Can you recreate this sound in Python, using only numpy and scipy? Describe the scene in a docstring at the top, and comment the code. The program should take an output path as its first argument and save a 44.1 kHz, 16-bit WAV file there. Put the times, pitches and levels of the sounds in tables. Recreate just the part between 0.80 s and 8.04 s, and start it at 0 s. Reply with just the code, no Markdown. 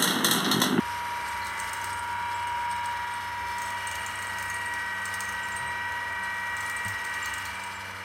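"""A small geared motor drives a carved wooden cyclist, pedalling on its stand in a workshop.
The pinion whines and the worn gear teeth rasp through the housing, all locked to one turning wheel.
Loose wooden joints tick in flurries as the legs push, with faint chatter, squeaks and sliding wood.
The microphone is carried from the front of the figure round to its side; two dull bumps pass on the
way, over the low rumble of the room."""
import sys
import numpy as np
from scipy import signal
from scipy.fft import rfft, irfft
from scipy.io import wavfile
from scipy.ndimage import uniform_filter1d, map_coordinates

SR = 44100
rng = np.random.default_rng(int(sys.argv[2]) if len(sys.argv) > 2 else 0)


def dump(signal):
    """Clip the signal to [-1, 1] and save it as 16-bit WAV at the path in sys.argv[1]."""
    limited = np.clip(np.atleast_2d(signal).T, -1, 1)
    pcm = np.round(limited * 32767).astype(np.int16)
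    wavfile.write(sys.argv[1], SR, pcm)


N = 319284
TIME, HZ = np.arange(N) / SR, np.fft.rfftfreq(N, 1 / SR)
MOTOR_TURNS_PER_WHEEL, PINION_TEETH = 5, 10
BACKLASH = .4  # share of the rasp's power that never repeats


def amp(db):
    """Decibels to gain."""
    return 10 ** (np.asarray(db) / 20)

def unit_rms(x):
    """Scales to an rms of one."""
    return x / np.sqrt(np.mean(x ** 2) + 1e-20)

def follow(curve):
    """Draws an automation curve through (seconds, value) points."""
    return np.interp(TIME, *np.transpose(curve))

def colour(x, eq):
    """Shapes x with an EQ curve, at an rms of one."""
    hz, db = np.transpose(eq)
    gain = amp(np.interp(np.log(HZ + 1), np.log(hz), db))
    return unit_rms(irfft(rfft(x) * gain, N))

def drift(rate_hz):
    """Smooth random modulation up to about the given rate."""
    return unit_rms(irfft(rfft(rng.standard_normal(N)) * np.exp(-(HZ / rate_hz) ** 2), N))

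def add(mix, s, sound):
    """Lays a sound into the mix at s seconds."""
    part = mix[max(round(s * SR), 0):][:len(sound)]
    part += sound[:len(part)]


# The motor's pace. Each row: time in seconds, motor turns a second.
MOTOR_SPEED = [(0, 95.75), (.7, 95.55), (1.4, 95.75), (1.95, 95.55), (2.35, 96.0), (3.3, 95.68),
               (4.3, 95.75), (5.0, 95.9), (6.3, 95.75), (7.24, 95.85)]
def wheel_turns():
    """Running count of the first wheel's turns, geared down from a faintly wavering motor."""
    speed = follow(MOTOR_SPEED) * (1 + .0005 * drift(8))
    return np.cumsum(speed) / SR / MOTOR_TURNS_PER_WHEEL

# Tooth note and its octave as the microphone moves round. Each row: time in seconds, level in dB.
NOTE_LEVEL = [(0, -35.5), (.55, -34.5), (.82, -41.5), (1.2, -35), (1.85, -30.5), (2.42, -36.5),
              (2.8, -34.5), (3.38, -43.5), (3.92, -40), (4.33, -44), (4.92, -37.5), (5.55, -40),
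              (5.92, -45), (6.35, -46), (6.63, -51.5), (6.8, -42.5), (7.24, -54)]
OCTAVE_LEVEL = [(0, -51), (.9, -49), (1.5, -53.5), (2.06, -58), (2.15, -43.5), (2.5, -46.5), (3.05, -40.5),
                (3.28, -42.5), (3.8, -35.8), (4.75, -38), (6.0, -35.5), (6.6, -39), (6.83, -57),
                (7.24, -49)]
def pinion_whine(wheel, oval=.038, lobed=.085, eccentric=.3, flutter=.097, unsteady_db=-55):
    """Tooth note and octave throb as the slightly untrue wheel turns; a weak note is the least steady."""
    angle = 2 * np.pi * wheel
    mesh = angle * MOTOR_TURNS_PER_WHEEL * PINION_TEETH
    note_throb = 1 + oval * np.cos(2 * angle) + lobed * np.sin(3 * angle)
    note_gain = amp(follow(NOTE_LEVEL)) * note_throb + amp(unsteady_db) * drift(21.6)
    octave_throb = 1 + eccentric * np.cos(angle) + flutter * drift(35)
    octave_gain = amp(follow(OCTAVE_LEVEL) + .77) * octave_throb
    return np.sqrt(2) * (note_gain * np.sin(mesh) + octave_gain * np.sin(2 * mesh))

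# Swells of the tone just above the octave. Each row: time in seconds, level in dB.
SIDEBAND_LEVEL = [(0, -59), (.8, -40), (1.5, -67), (2.75, -48), (3.3, -50), (3.75, -49), (4.7, -59.5),
                  (6.05, -46), (7.24, -52)]
def pinion_sideband(wheel):
    """The off-centre pinion adds a tone one motor harmonic above the octave."""
    order = (2 * PINION_TEETH + 1) * MOTOR_TURNS_PER_WHEEL
    return np.sqrt(2) * amp(follow(SIDEBAND_LEVEL) - 1) * np.sin(2 * np.pi * order * wheel)

def third_harmonic(wheel, upper_rasp_db, pulse_depth=.8):
    """The tooth note's third harmonic rings roughly with the upper rasp and pulses once a wheel turn."""
    angle = 2 * np.pi * wheel
    level_db = -49.5 + 2.1 * (upper_rasp_db - upper_rasp_db.max())
    phase = 3 * PINION_TEETH * MOTOR_TURNS_PER_WHEEL * angle + 1.3 * drift(45)
    return np.sqrt(2) * amp(level_db) * (1 + pulse_depth * np.cos(angle)) * np.sin(phase)

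def high_whine(wheel, strain, place, harmonics=(54, 55), waver_db=3, flutter=.46):
    """Two neighbouring motor harmonics sing thinly, louder under strain and softer from the side."""
    motor_angle = 2 * np.pi * MOTOR_TURNS_PER_WHEEL * wheel
    gain = amp(-63 + 1.5 * strain - 3 * place + waver_db * drift(7.5))
    return gain * sum((1 + flutter * drift(32)) * np.sin(k * motor_angle) for k in harmonics)

# Pitches of the gear train. Each entry: a multiple of the first wheel's speed.
TONE_ORDERS = [5, 10, 15, 20, 25, 29, 30, 35, 41, 45, 46, 47, 48, 49, 60, 63, 64, 65, 73, 78, 80, 85, 90,
               95, 110, 115, 120, 122, 127, 140, 149, 150, 151, 161, 165, 172, 200, 205]
# Their balance, tone for tone. Each row: level at the front in dB, level at the side in dB.
TONE_LEVELS = [(-51, -50.5), (-60, -56), (-66, -61), (-59, -61.5), (-71, -59), (-76, -63.5), (-58, -62),
               (-60.5, -55.5), (-57.5, -60.5), (-64, -58.5), (-61, -56), (-47, -49), (-42.5, -60),
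               (-60, -65), (-44, -50.5), (-50, -50.5), (-67, -77), (-53.5, -47.5), (-42, -52.5), (-45, -51),
               (-62, -43), (-42.5, -56.5), (-46, -55), (-78, -56), (-49.5, -56), (-42, -75), (-56, -52.5),
               (-48.5, -45.5), (-60, -60.5), (-55, -56), (-65, -52.5), (-60, -58), (-48, -56), (-57, -59),
               (-71, -67), (-53, -63.5), (-61, -68), (-59, -61)]
def gear_tones(wheel, rasp_db, place, trim_db=-2.5, gear_waver_db=2.5, hum_waver_db=2, play_rad=.52):
    """Motor hum and lesser gear tones shift with the listening place; the gear tones ride the rasp."""
    out, load_db = np.zeros(N), rasp_db - np.median(rasp_db)
    wavers, shake = [drift(3) for _ in range(7)], drift(31)
    for k, (order, (front_db, side_db)) in enumerate(zip(TONE_ORDERS, TONE_LEVELS)):
        is_gear = order > 40
        waver = np.roll(wavers[k % len(wavers)], rng.integers(N))
        db = front_db + place * (side_db - front_db) + trim_db
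        db += load_db + gear_waver_db * waver if is_gear else hum_waver_db * waver
        # play between the teeth shakes the high tones most
        play = play_rad * order / TONE_ORDERS[-1] * np.roll(shake, rng.integers(N))
        out += amp(db) * np.sin(2 * np.pi * (order * wheel + rng.random()) + play)
    return np.sqrt(2) * out

def tooth_rasp(wheel, loose_share, uneven_db, sharpness, creep=.42, size=2048):
    """Each tooth scrapes in its own way, the same at every wheel turn; backlash adds a loose share."""
    turn = np.arange(size) / size
    teeth = PINION_TEETH * MOTOR_TURNS_PER_WHEEL
    wear = rng.standard_normal(teeth) + np.tile(rng.standard_normal(PINION_TEETH), MOTOR_TURNS_PER_WHEEL)
    # wear differs from tooth to tooth rather than from one side of the wheel to the other
    wear -= uniform_filter1d(wear, size=7, mode="wrap")
    tooth_gain = amp(uneven_db * np.tanh(wear))[(turn * teeth).astype(int)]
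    contact = tooth_gain * np.exp(-sharpness * (turn * teeth % 1))
    tonal_orders = TONE_ORDERS + [teeth, 2 * teeth, 2 * teeth + MOTOR_TURNS_PER_WHEEL]
    tracks = []
    for _ in range(2):
        spectrum = rfft(contact * rng.standard_normal(size))
        # the rasp fills the gaps between the strong tones
        gaps = ~np.isin(np.arange(len(spectrum)), tonal_orders)
        one_turn = irfft(gaps * spectrum / abs(spectrum))
        tracks.append(unit_rms(map_coordinates(one_turn, [wheel % 1 * size], order=3, mode="grid-wrap")))
    # the wheel creeps along its axle, so the contact shifts between two tracks
    shift = creep * drift(.73)
    steady = tracks[0] * np.cos(shift) + tracks[1] * np.sin(shift)
    backlash = unit_rms(np.interp(wheel % 1, turn, contact) * rng.standard_normal(N))
    return np.sqrt(1 - loose_share) * steady + np.sqrt(loose_share) * backlash

# Body of the rasp, falling as the microphone draws away. 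Each row: time in seconds, level in dB.
RASP_LEVEL = [(0, -40), (.75, -38.5), (1.3, -40.3), (2.6, -40.5), (3.2, -39), (5.5, -40), (6.5, -38.5),
              (7.24, -42.5)]
# The housing's resonances. Each row: frequency in Hz, gain in dB.
HOUSING_EQ = [(30, -60), (100, -39), (400, -31), (560, -16), (730, -29), (850, -5.5), (920, 3),
              (1060, -5.5), (1230, -3), (1550, -2.5), (1780, -2.5), (2080, -7.5), (2300, -4.5),
              (2520, -14.5), (3300, -36.5)]
def housing_rasp(wheel):
    """Worn teeth rasp through the housing, which rings in the midrange."""
    rasp = tooth_rasp(wheel, BACKLASH, uneven_db=2, sharpness=.69)
    return amp(follow(RASP_LEVEL) - .23) * colour(rasp, HOUSING_EQ)

# The rasp's bright edge. Each row: time in seconds, level in dB.
UPPER_RASP_LEVEL = [(0, -48.5), (1.2, -54), (2.05, -50.5), (2.7, -54.5), (3.05, -45), (3.5, -47.5),
                    (3.75, -51), (4.2, -50), (4.5, -48), (5.15, -49), (5.35, -51), (6.3, -50.5),
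                    (6.53, -46), (7.24, -52)]
# The cover's resonances. Each row: frequency in Hz, gain in dB.
COVER_EQ = [(1500, -23), (2400, 4), (2600, 2), (2860, 3.5), (3020, 4), (3250, 4), (3520, -9.5), (3900, -1),
            (4600, -31), (5250, -11), (6100, -7), (7500, -25), (16000, -24)]
def cover_rasp(wheel):
    """The cover gives the scraping teeth their bite around 3 kHz."""
    rasp = tooth_rasp(wheel, BACKLASH, uneven_db=3, sharpness=.8)
    return amp(follow(UPPER_RASP_LEVEL) - 2) * colour(rasp, COVER_EQ)

# Modes of a loose joint. Each row: frequency in Hz, level in dB, seconds to fall by 60 dB.
JOINT_MODES = [(4310, -11.5, 0.028), (5380, -16, 0.019), (6423, -3.5, 0.02), (6446, -10, 0.021),
               (7350, -1.5, 0.0086), (8150, -4.5, 0.03), (8494, -8.5, 0.026), (8637, -5.5, 0.027),
               (10140, -3.5, 0.0071), (11400, -13, 0.0083), (15260, -2, 0.0066)]
def joint_ring(centre_hz, focus_db=7, focus_width_hz=600, scatter=.01, attack_s=.00029):
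    """A struck joint rings briefly, favouring its modes near centre_hz."""
    t = np.arange(1800) / SR
    hz, db, t60 = np.transpose(JOINT_MODES)[:, :, None]
    db = db + focus_db * np.exp(-((hz - centre_hz) / focus_width_hz) ** 2)
    cycles = hz * (1 + scatter * rng.standard_normal(hz.shape)) * t + rng.random(hz.shape)
    ring = (amp(db - 60 * t / t60) * np.sin(2 * np.pi * cycles)).sum(0)
    ring *= 1 - np.exp(-t / attack_s)
    return ring / abs(ring).max()

# The grit of dry wood contacts. Each row: frequency in Hz, gain in dB.
GRIT_EQ = [(1500, -9), (4500, 3.5), (7300, 6), (10500, -2.5), (13000, 0.5), (14800, -1.5), (16000, -4)]
# Flurries of ticks. Each row: start in seconds, ring level in dB, favoured pitch in Hz, snap level in dB.
JOINT_TICKS = [(0.0823, -40, 8260, -52), (0.485, -33, 8420, -53), (0.6457, -36, 8150, -53),
               (0.6674, -33, 8670, -43), (0.7761, -40, 6510, -53), (0.7914, -34, 8540, -45),
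               (0.799, -22.5, 8100, -40), (0.8939, -31, 5540, -50), (0.9315, -24, 8350, -39.5),
               (0.9672, -31, 7750, -55), (1.0134, -32, 6400, -49), (1.0423, -25, 8570, -40),
               (1.129, -28.5, 8500, -55), (1.1917, -30, 8540, -67), (1.671, -34, 8640, -54),
               (1.9126, -32.5, 8800, -63), (1.963, -37, 8390, -48), (2.057, -27.5, 8400, -46),
               (2.337, -41, 8550, -59), (2.6838, -43, 8630, -46), (2.7823, -27, 8000, -45),
               (2.8182, -25, 6300, -43), (2.858, -30.5, 8000, -57), (2.9044, -38, 5750, -45),
               (3.07, -22.5, 8500, -53), (3.1132, -27, 6100, -39.5), (3.1537, -31, 6230, -40),
               (3.2623, -24, 7500, -46), (3.3544, -29, 8700, -57), (3.3884, -29, 8560, -52),
               (3.424, -27, 8440, -43), (3.469, -27.5, 8370, -58), (3.5844, -28.5, 6370, -45),
               (3.6263, -31, 8580, -41), (3.6571, -34, 8550, -52), (3.6997, -25.5, 6360, -45),
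               (3.741, -28, 8640, -56), (3.8587, -29, 8840, -71), (3.9373, -32, 8400, -42.5),
               (4.2178, -35, 8770, -50), (4.254, -25, 8630, -42), (4.34, -26, 8800, -39.5),
               (4.405, -23, 8440, -38), (4.4523, -31, 6190, -48), (4.4908, -27.5, 6380, -43),
               (4.5236, -31.5, 8540, -45), (4.6853, -33, 8800, -46), (4.764, -29, 8550, -44),
               (5.121, -41, 8570, -45), (5.3218, -41, 8270, -52), (5.435, -34.5, 8440, -66),
               (5.7663, -28, 7800, -46), (5.806, -24, 7940, -44), (5.862, -30, 8800, -52),
               (5.8973, -28.5, 8500, -42), (5.964, -26, 8600, -51), (6.048, -27, 8400, -50),
               (6.0819, -27.5, 8140, -40), (6.1868, -35.5, 6190, -52), (6.249, -33, 8500, -41.5),
               (6.3405, -28, 6450, -45), (6.4246, -45, 6400, -54), (6.4573, -22.5, 6430, -41),
               (6.5016, -35, 8450, -53), (6.538, -27.5, 7900, -42), (6.58, -30.5, 8150, -43.5),
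               (6.654, -26, 6700, -39), (6.7503, -35, 8750, -64), (6.8367, -29.5, 8480, -45)]
def joint_ticks(ring_trim_db=-2, snap_boost_db=12, snap_s=.00088, slip_db=-11, slip_s=.0065):
    """Loose pins drop into their holes: a dry snap and a short ring, amid smaller slips and rebounds."""
    out, grit = np.zeros(N), colour(rng.standard_normal(N), GRIT_EQ)
    hardest_db = max(snap_db for *_, snap_db in JOINT_TICKS)
    for s, ring_db, hz, snap_db in JOINT_TICKS:
        # soft contacts snap less and ring more purely
        softness_db = hardest_db - snap_db
        snap_gain = amp(snap_db + snap_boost_db - .45 * softness_db)
        slips = [(slip_s * rng.uniform(-.64, 1.6), slip_db - 5 * rng.random()) for _ in range(3)]
        for lag_s, contact_db in [(0, 0)] + slips:
            ring = amp(ring_db + ring_trim_db) * joint_ring(hz, focus_db=4 + .53 * softness_db)
            t = np.arange(len(ring)) / SR
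            snap = snap_gain * grit[rng.integers(N - len(t)):][:len(t)] * np.exp(-t / snap_s)
            add(out, s + .001 + lag_s, amp(contact_db) * (ring + snap))
    return out

def joint_strain(spread_s=.26):
    """Strain on the linkage, 0 to 1: it rises where hard ticks crowd together and eases between them."""
    crowd = sum(amp(db) * np.exp(-((TIME - s) / spread_s) ** 2) for s, db, _, _ in JOINT_TICKS)
    return np.sqrt(crowd / crowd.max())

def joint_chatter(level_db, per_s=110, spread_db=4):
    """Between the ticks the same joints chatter faintly."""
    out, pitches_hz = np.zeros(N), np.linspace(7900, 8800, num=8)
    for hz in pitches_hz:
        knocks = rng.random(N) < per_s / len(pitches_hz) / SR
        force = amp(spread_db * np.minimum(rng.exponential(1, N), 3))
        out += signal.oaconvolve(knocks * force, joint_ring(hz))[:N]
    return amp(level_db) * unit_rms(out)

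def fibre_crackle(level_db, per_s=300, grain_s=.002):
    """Wood fibres catch and let go while the joints are under load."""
    catches = (rng.random(N) < per_s / SR) * rng.random(N)
    envelope = signal.lfilter([1], [1, -np.exp(-1 / (grain_s * SR))], catches)
    return amp(level_db) * colour(envelope * rng.standard_normal(N), GRIT_EQ)

# Chafing joints. Each row: start in seconds, length in seconds, pitch in Hz, level in dB.
JOINT_SQUEAKS = [(0.46, 0.052, 7670, -57), (0.612, .035, 4220, -47), (0.654, 0.031, 4170, -51),
                 (1.54, 0.027, 7800, -49.5), (1.895, 0.037, 8530, -52), (2.33, 0.018, 8480, -47),
                 (3.196, 0.045, 8700, -50), (3.342, .03, 8200, -50), (3.725, .015, 6450, -57),
                 (4.623, 0.031, 7360, -53), (4.715, 0.019, 7400, -47), (4.749, 0.0534, 8620, -43.5),
                 (4.856, 0.039, 8360, -51), (5.85, 0.039, 9600, -52), (6.424, 0.013, 7380, -48),
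                 (6.45, 0.029, 4280, -51), (6.646, 0.032, 4300, -52), (6.813, 0.032, 7800, -56),
                 (6.93, 0.047, 7540, -53.5)]
def joint_squeaks(roughness_hz=420):
    """Dry wood sticks and slips for a moment in a narrow, rough band."""
    out, rough = np.zeros(N), drift(roughness_hz)
    for s, length, hz, db in JOINT_SQUEAKS:
        t = np.arange(int(length * SR)) / SR
        grain = rough[rng.integers(N - len(t)):][:len(t)] * np.sin(np.pi * t / length)
        add(out, s, 2 * amp(db) * grain * np.sin(2 * np.pi * hz * t))
    return out

# Sliding wood with the joints slack. Each row: time in seconds, level in dB.
SLIDE_LEVEL = [(0, -47.5), (1.6, -53.5), (2.7, -52), (5, -53.5), (7.24, -53)]
# Its hissy tone. Each row: frequency in Hz, gain in dB.
SLIDE_EQ = [(2000, -8.5), (3400, 2.5), (4300, 2.5), (5800, 1), (7200, -7), (8600, 0), (9500, -6),
            (11200, -4.5), (11700, -3), (12200, -8), (13500, -12), (14800, -28), (15800, -40)]
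def sliding_wood(wheel, strain, strain_db=2.5, flicker_db=2.2):
    """Wood rubs on wood in step with the gears: a flickering hiss that swells under strain."""
    level_db = follow(SLIDE_LEVEL) + strain_db * strain + flicker_db * drift(37)
    rub = tooth_rasp(wheel, np.sqrt(BACKLASH), uneven_db=1, sharpness=.41)
    return amp(level_db) * colour(rub, SLIDE_EQ)

# Two bumps of three thuds. Each row: start in seconds, level in dB, pitch in Hz, seconds to fall by 60 dB.
THUDS = [(4.744, -31, 90.5, 0.096), (4.802, -40, 125.5, 0.38), (4.845, -35, 85, 0.18),
         (6.05, -31.5, 192, 0.12), (6.056, -31, 103, 0.27), (6.105, -42, 99.4, 0.24)]
def dull_bumps(attack_s=.0065):
    """Soft, low knocks that die quickly."""
    out, t = np.zeros(N), np.arange(SR // 3) / SR
    for s, db, hz, t60 in THUDS:
        envelope = (1 - np.exp(-t / attack_s)) * amp(db - 60 * t / t60)
        add(out, s, envelope * np.sin(2 * np.pi * hz * t))
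    return out

def moving_reflections(x, t60=.035, stations=9):
    """Reflections off the stand and bench comb the sound; the comb shifts as the microphone moves on."""
    t, wet = np.arange(SR // 6) / SR, np.zeros(N)
    position = np.linspace(0, stations - 1, N)
    for k in range(stations):
        taps = rng.standard_normal(len(t)) * (rng.random(len(t)) < .1) * (t > .0007)
        taps *= amp(-60 * t / t60)
        nearness = np.cos(np.pi / 2 * np.clip(position - k, -1, 1))
        wet += nearness * signal.oaconvolve(x, taps / np.linalg.norm(taps))[:N]
    return (x + wet) / np.sqrt(2)

def workshop_reverb(x, wet_db=-3.5, t60=.24):
    """Direct sound plus dense short reflections from the bench and walls."""
    t = np.arange(SR // 2) / SR
    taps = rng.choice([-1., 1.], len(t)) * (rng.random(len(t)) < .15) * (t > .002)
    tail = taps * amp(-60 * t / t60)
    return x + amp(wet_db) * signal.fftconvolve(x, tail / np.linalg.norm(tail))[:N]

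# The room tone. Each row: time in seconds, level in dB.
RUMBLE_LEVEL = [(0, -49.5), (.8, -48.5), (2.3, -52), (3.4, -49), (3.7, -51), (4.1, -51.5), (4.9, -51),
                (5.3, -50.5), (7.24, -53)]
# Its bass-heavy colour. Each row: frequency in Hz, gain in dB.
RUMBLE_EQ = [(20, -46), (40, -32), (60, -12), (70, 3), (80, -4), (110, -16.5), (135, -13), (165, -13.5),
             (220, -12.5), (300, -17), (600, -11.5), (2000, -25), (16000, -52)]
def room_rumble():
    """A low bed of noise, strongest near 70 Hz."""
    return amp(follow(RUMBLE_LEVEL)) * colour(rng.standard_normal(N), RUMBLE_EQ)

# The path round the figure. Each row: time in seconds, place from 0 (front) to 1 (side).
MICROPHONE_PATH = [(0, 0.59), (1.0, 0.23), (1.9, 0.15), (2.5, 0.27), (3.1, 0.82), (4.2, 1), (7.24, 0.98)]
def scene():
    """One wheel drives all the gear sounds; the wooden linkage ticks, chatters and slides above them."""
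    wheel, strain, place = wheel_turns(), joint_strain(), follow(MICROPHONE_PATH)
    tones = pinion_whine(wheel) + pinion_sideband(wheel) + high_whine(wheel, strain, place)
    tones += gear_tones(wheel, follow(RASP_LEVEL), place)
    tones += third_harmonic(wheel, follow(UPPER_RASP_LEVEL))
    rasp = housing_rasp(wheel) + cover_rasp(wheel)
    sliding = moving_reflections(sliding_wood(wheel, strain))
    strain_db = 13.5 * strain
    joints = joint_ticks() + joint_chatter(strain_db - 68.5)
    joints += fibre_crackle(strain_db - 73.5) + joint_squeaks()
    return (tones + rasp + sliding + workshop_reverb(joints) + dull_bumps() + room_rumble())[None]

def record(dry, cutoff_hz=15900):
    """A steep low-pass takes off the very top."""
    lowpass = signal.firwin(511, cutoff_hz, window=("kaiser", 9), fs=SR)
    return signal.oaconvolve(dry, lowpass[None], "same")


dry = scene()
out = record(dry)
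dump(out)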